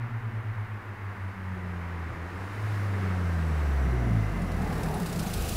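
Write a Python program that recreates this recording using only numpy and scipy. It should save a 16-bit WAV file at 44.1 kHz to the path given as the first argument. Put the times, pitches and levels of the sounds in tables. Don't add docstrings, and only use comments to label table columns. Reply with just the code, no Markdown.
import sys
import numpy as np
from scipy import signal
from scipy.fft import rfft, irfft
from scipy.io import wavfile
from scipy.ndimage import uniform_filter1d, map_coordinates

SR = 44100
rng = np.random.default_rng(int(sys.argv[2]) if len(sys.argv) > 2 else 0)


def output_pcm(signal):
    pcm = np.clip(np.atleast_2d(signal).T, -1, 1) * 32767
    wavfile.write(sys.argv[1], SR, np.round(pcm).astype(np.int16))


def amplitude_ratio(level_db):
    exponent = np.asarray(level_db, float) / 20
    return 10 ** exponent


N = 245195
T = np.arange(N) / SR

# (frequency [Hz], level [dB per Hz])
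TOWN_COLOUR = [(15, -4), (28, -5.5), (50, -7.5), (75, -7), (110, -2), (150, -13), (300, -20), (600, -34),
               (1000, -36)]
# (time [s], level [dB])
FAN_LEVEL = [
    (4.2, -90),
    (4.45, -58),
    (4.7, -39),
    (5.05, -42),
    (5.2, -53),
    (5.4, -37),
    (5.56, -41),
]
# (frequency [Hz], level [dB per Hz])
TYRE_COLOUR = [(350, -4), (600, -19), (750, -4), (940, 1), (1250, 0), (1800, -1), (2150, -4), (2300, -8),
               (2700, -13.5), (3300, -21.5), (6000, -36), (9000, -55)]
# (middle [s], length [s], frequency [Hz], width [Hz], level [dB])
CAVITIES = [(3.3, 0.3, 1600, 71, -49), (3.8, 0.49, 1555, 100, -53), (4.17, 0.82, 685, 60, -47.5),
            (4.3, 0.94, 2040, 97, -52), (3.68, .35, 13800, 2200, -71), (4.35, 0.48, 2750, 300, -60),
            (4.92, .25, 830, 330, -40.5), (4.68, .25, 770, 260, -42.5), (4.55, 0.34, 175, 22, -38.5),
            (3.5, 1.0, 7950, 306, -70.5), (4.55, 0.68, 235, 50, -43.5), (3.9, 1.6, 5850, 640, -68),
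            (4.92, .3, 157, 5.3, -35), (5.22, 0.26, 170, 32, -36), (4.9, 0.37, 428, 63, -42),
            (5.26, .12, 770, 320, -44), (5.46, 0.1, 740, 200, -45.5), (1.2, 1.4, 2185, 59, -65),
            (5.27, 0.37, 1450, 350, -49)]
# (time [s], frequency [Hz], level [dB], 60 dB decay [s])
THUMPS = [
    (2.09, 116.7, -30, 0.17),
    (2.09, 40, -40, .3),
    (3.92, 370, -33.5, 0.35),
    (4.42, 179.8, -28, 0.18),
    (4.58, 187.9, -25, 0.19),
    (4.825, 157.6, -24.5, .2),
    (5.015, 172, -18, 0.11),
]
# (time [s], frequency [Hz], level [dB], 60 dB decay [s])
PINGS = [(4.833, 8000, -45, 0.059), (4.833, 5400, -52, .04), (4.942, 9850, -37, 0.037),
         (5.06, 3970, -41, 0.068), (5.06, 4700, -52, 0.057), (5.06, 9900, -42, .04), (5.16, 7460, -41, .04),
         (5.192, 5150, -43, 0.092), (5.27, 6330, -40, 0.078), (5.335, 9830, -35, .04),
         (5.485, 9500, -34, 0.049), (5.405, 4000, -44, 0.053), (5.125, 6830, -41, .04),
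         (5.195, 10000, -41, .04), (5.08, 13500, -47, .04), (5.515, 6900, -37, 0.052),
         (5.515, 13500, -40, 0.064)]
# (time [s], clatter depth [0-1])
CAM_TURNS = [(4.21, .1), (4.32, .3), (4.422, 0.68), (4.52, 0.63), (4.621, 0.7), (4.73, 0.8), (4.835, 1.1),
             (4.943, 0.55), (5.063, 1.06), (5.194, 1), (5.337, 0.82), (5.488, 0.5), (5.65, .45)]
VALVE_LEVELS = [7, 1.2, 2, -2]
# (frequency [Hz], level [dB per Hz])
BAY_COLOUR = [(1290, -28), (2200, -2), (2700, 4.5), (3350, -2), (3860, -0.5), (7460, -6), (9020, -7.5),
              (9790, -4.5), (12000, -8.5), (14200, -8.5), (15800, -12)]
# (time [s], level [dB], treble change [dB])
BAY_SHADE = [
    (0, -71, 0),
    (2.2, -59.5, -10.5),
    (2.7, -53, -5),
    (3.1, -53.5, -7.5),
    (3.65, -53.5, -6.5),
    (4.45, -55, -2.5),
    (4.7, -53, 0.5),
    (5.25, -47.5, 3.5),
    (5.56, -42.5, 4),
]
# (frequency [Hz], level [dB per Hz])
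GAS_COLOUR = [(200, 0.5), (300, 0.5), (420, -0.5), (560, -3.5), (750, -3), (950, -17), (1300, -9)]
# (frequency [Hz], width [Hz], level [dB])
PIPE_MODES = [(165.7, 48.5, 8.5), (204, 66, -3.5), (128, 17, -2), (233, 26, -10), (400, 140, -24),
              (90, 11, 5)]
# (time [s], swell [dB])
SURGES = [(3.85, 6), (4.1, 9), (4.43, 7.5), (4.6, 7.5), (4.84, 6), (5.0, 5), (5.22, 6.5), (5.38, 3.5)]
# (time [s], firing rate [Hz], first order level [dB])
FIRING = [(0, 121, -35.5), (.28, 114.5, -34.5), (.6, 109.5, -34), (.83, 105.7, -43), (1.2, 99.33, -38.5),
          (1.58, 90.8, -35.5), (2.04, 82.5, -36), (2.2, 83, -40.5), (2.44, 95.98, -38.5),
          (2.57, 103.7, -36), (2.65, 105.5, -29), (2.97, 97, -28.5), (3.4, 81.6, -28), (3.82, 66.55, -24.5),
          (4.2, 53.6, -31.5), (4.6, 38, -36), (4.92, 38, -48), (5.27, 26.84, -42.5)]
CANCELLATIONS = [-.015, .096, .212, .315, .435, .545, .67, .819, .968, 1.156, 1.341, 1.65, 1.9, 2.15, 2.318,
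                 2.396, 2.485, 2.562, 2.62, 2.67, 2.72, 2.77]
# (time [s], level [dB])
ECHO_LEVEL = [
    (0, -3.5),
    (.25, -2),
    (.55, -3.5),
    (.85, -.7),
    (1.34, -2.5),
    (1.62, -24),
    (1.98, -22),
    (2.15, -2.5),
    (2.35, -7),
    (2.77, -24),
]
# (frequency [Hz], level [dB])
PASSAGE = [(52, -42), (80, -31.5), (96, -40.5), (110, -26.5), (143, -43), (184, -35), (203, -50),
           (240, -40.5)]
# (multiple of the firing rate, level [dB])
UPPER_ORDERS = [(3, -52), (4, -53.5), (5, -61)]
# (time [s], nearness [dB])
NEARNESS = [(0, -10.5), (1.2, -8.5), (2.2, -5.5), (2.55, -3.5), (2.9, -1), (3.6, -.5), (4.2, 0.6),
            (4.7, 2.5), (5.56, 2.5)]


def curves(table):
    s, *columns = np.transpose(table)
    return [np.interp(T, s, column) for column in columns]


def unit(x):
    return x / np.sqrt(np.mean(x ** 2))


def bump(middle_s, width_s):
    return np.exp(-((T - middle_s) / width_s) ** 2)


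def walk(rate_hz):
    hold = int(SR / rate_hz)
    steps = np.repeat(rng.standard_normal(N // hold + 1), hold)
    smooth = uniform_filter1d(uniform_filter1d(steps, hold), hold)
    return 1.32 * smooth[:N]


def colour(x, points):
    hz, db = np.transpose(points)
    log_hz = np.log(np.fft.rfftfreq(N, 1 / SR) + 1)
    gain = amplitude_ratio(np.interp(log_hz, np.log(hz), db, left=-80, right=-80))
    return unit(irfft(rfft(x) * gain, N))


def noise(points):
    return colour(rng.standard_normal(N), points)


def ring(x, hz, width_hz):
    return signal.lfilter(*signal.iirpeak(hz, hz / width_hz, fs=SR), x)


def rings(events, rise_s, spread):
    out = np.zeros(N)
    detune = 1 + spread * rng.standard_normal((len(events), 3))
    for (s, hz, db, t60), shift in zip(events, detune):
        age = np.maximum(T - s, 0)
        modes = np.sin(2 * np.pi * hz * shift[:, None] * age).sum(axis=0) / np.sqrt(3)
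        out += amplitude_ratio(db - 60 * age / t60) * (1 - np.exp(-age / rise_s)) * modes
    return out


def town():
    return amplitude_ratio(-48.5 + 1.8 * walk(4.2)) * noise(TOWN_COLOUR)


def fan():
    fan_hz = 48.26
    (fan_db,) = curves(FAN_LEVEL)
    return np.sqrt(2) * amplitude_ratio(fan_db + 3.3 * walk(10)) * np.sin(2 * np.pi * fan_hz * T)


def tyres(near_db):
    speed = 1 - 0.12 * T
    tyre_db = -34.5 + near_db + 29 * np.log10(speed)
    return amplitude_ratio(tyre_db + 0.46 * walk(8)) * noise(TYRE_COLOUR)


def grit():
    ticks_per_s, scatter_db, fizz_s, start_s = 450, 6.5, 0.0013, 4.57
    chance = rng.random((2, N))
    ticks = (chance[0] < ticks_per_s / SR) * amplitude_ratio(-scatter_db * np.log(chance[1] + .01))
    tails = signal.lfilter([1], [1, -np.exp(-1 / (fizz_s * SR))], ticks)
    fizz = tails * rng.standard_normal(N)
    fade_in = np.clip((T - start_s) / .4, 0, 1)
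    return fade_in * colour(fizz, [(2500, -14), (4500, 2), (12000, -1), (16000, 0)])


def cavities():
    sag_per_s = .04
    out = np.zeros(N)
    for s, length, hz, width, db in CAVITIES:
        turns = np.cumsum(hz * (1 - sag_per_s * (T - s))) / SR
        k = int(SR / width)
        sway = uniform_filter1d(uniform_filter1d(rng.standard_normal((2, N)), k), k)
        band = sway[0] * np.cos(2 * np.pi * turns) + sway[1] * np.sin(2 * np.pi * turns)
        out += amplitude_ratio(db) * bump(s, length / 2) * unit(band)
    return out


def engine_bay():
    (depth,) = curves(CAM_TURNS)
    starts = np.array(CAM_TURNS)[:, 0]
    quarter = 4 * np.interp(T + 0.0062, starts, np.arange(len(CAM_TURNS)), left=-.1)
    valve = np.floor(quarter).astype(int)
    size = amplitude_ratio(np.array(VALVE_LEVELS)[valve % 4] + .8 * rng.standard_normal(64)[valve])
    since = quarter % 1
    shape = np.minimum(since / 0.21, 1) * np.exp(-since / 0.36)
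    burst = (T > CAM_TURNS[0][0]) * depth * size * shape
    steady = amplitude_ratio(0.37 * walk(9.06)) * noise(BAY_COLOUR)
    seats = noise(BAY_COLOUR)
    seats = unit(seats + 0.8 * ring(seats, 4840, 900) + 1.3 * ring(seats, 8300, 1600))
    return 0.97 * steady + 2.15 * burst * seats


def shaded(x):
    low = signal.sosfiltfilt(signal.butter(1, 8000., fs=SR, output="sos"), x)
    return low + amplitude_ratio(curves(BAY_SHADE)[1]) * (x - low)


def bounced(x):
    share = 0.065
    delay_ms = 0.62 - .017 * T
    late = map_coordinates(x, [np.arange(N) - delay_ms * SR / 1000], order=3)
    return (x + share * late) / np.sqrt(1 + share ** 2)


def front_of_car():
    grit_db = -7.5
    return amplitude_ratio(curves(BAY_SHADE)[0]) * bounced(shaded(engine_bay()) + amplitude_ratio(grit_db) * grit())


def gas(near_db):
    return amplitude_ratio(-41.5 + near_db + 0.89 * walk(8.5)) * noise(GAS_COLOUR)


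def burble(turns, hz, near_db):
    at = np.flatnonzero(np.diff(np.floor(turns)))
    chance = rng.standard_normal((len(at), 2))
    late = (.04 * chance[:, 0] * SR / hz[at]).astype(int)
    pulses = np.zeros(N)
    pulses[np.clip(at + late, 0, N - 1)] = amplitude_ratio(2.85 * chance[:, 1]) / np.sqrt(hz[at])
    puffs = (0.37 + np.exp(-(turns % 1) / 0.33)) * rng.standard_normal(N)
    push = 0.66 * unit(pulses) + 0.86 * unit(puffs)
    pipe = np.zeros(N)
    for k, (f, width, db) in enumerate(PIPE_MODES):
        mode = ring(ring(push, f, 1.4 * width), f, 1.4 * width)
        pipe += (-1) ** k * amplitude_ratio(db) * mode
    swell_db = sum(db * bump(s, 0.06) for s, db in SURGES)
    pipe_db = -42. + 1.51 * near_db + swell_db
    return amplitude_ratio(pipe_db + 1.5 * walk(14)) * unit(pipe)


def drone(turns, hz, near_db):
    first_db, (echo_db,) = curves(FIRING)[1], curves(ECHO_LEVEL)
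    echo_db = echo_db - 40 * (T > CANCELLATIONS[-1])
    slip = np.interp(T, CANCELLATIONS, np.arange(len(CANCELLATIONS)) + .5)
    slip = uniform_filter1d(slip, size=2500)
    echo_turns = turns - slip
    first = np.sin(2 * np.pi * turns) + amplitude_ratio(echo_db) * np.sin(2 * np.pi * echo_turns)

    clutch_db = -13 * bump(2.303, .25) - 11 * bump(4.95, .2)
    at_hz, pass_db = np.transpose(PASSAGE)
    second_db = 0.88 * near_db + clutch_db + np.interp(np.log(2 * hz), np.log(at_hz), pass_db)
    second = np.sin(4 * np.pi * turns + 1.46)
    second += amplitude_ratio(echo_db - 3.0) * np.sin(4 * np.pi * echo_turns + 3.0)
    second *= amplitude_ratio(second_db + 2.04 * walk(11))

    labour_db = 12.5 * bump(4.13, 0.15)
    upper_db = 1.27 * near_db - 7.5 * np.log2(hz / 60) + labour_db
    upper = np.zeros(N)
    for k, db in UPPER_ORDERS:
        upper += amplitude_ratio(upper_db + db + 3.6 * walk(12)) * np.sin(2 * np.pi * round(k) * turns + 3.12)

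    gear = amplitude_ratio(-50.5 + 2.5 * walk(15)) * bump(3.0, .22) * np.sin(2 * np.pi * 4.55 * turns)
    return np.sqrt(2) * (amplitude_ratio(first_db) * first + second + upper + gear)


def scene():
    hz = uniform_filter1d(curves(FIRING)[0], size=4000)
    turns = np.cumsum(hz * (1 + 0.0029 * walk(25))) / SR
    (near_db,) = curves(NEARNESS)
    car = fan() + tyres(near_db) + cavities()
    car += rings(THUMPS, 0.017, 0.0027) + rings(PINGS, 0.0032, 0.0235)
    car += front_of_car()
    car += gas(near_db) + burble(turns, hz, near_db) + drone(turns, hz, near_db)
    return (town() + car)[None]


def low_pass(x):
    return signal.sosfilt(signal.butter(12, 16140, fs=SR, output="sos"), x)


def record(dry):
    whine_hz, top_hz = 15272, 15690
    hiss = amplitude_ratio(-71) * rng.standard_normal(N)
    whine = np.sqrt(2) * amplitude_ratio(-83 + .8 * walk(30)) * np.sin(2 * np.pi * whine_hz * T)
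    top = signal.ellip(12, .3, 70, top_hz, fs=SR, output="sos")
    mix = signal.sosfilt(top, dry + hiss + whine)
    return low_pass(mix)


dry = scene()
out = record(dry)
output_pcm(out)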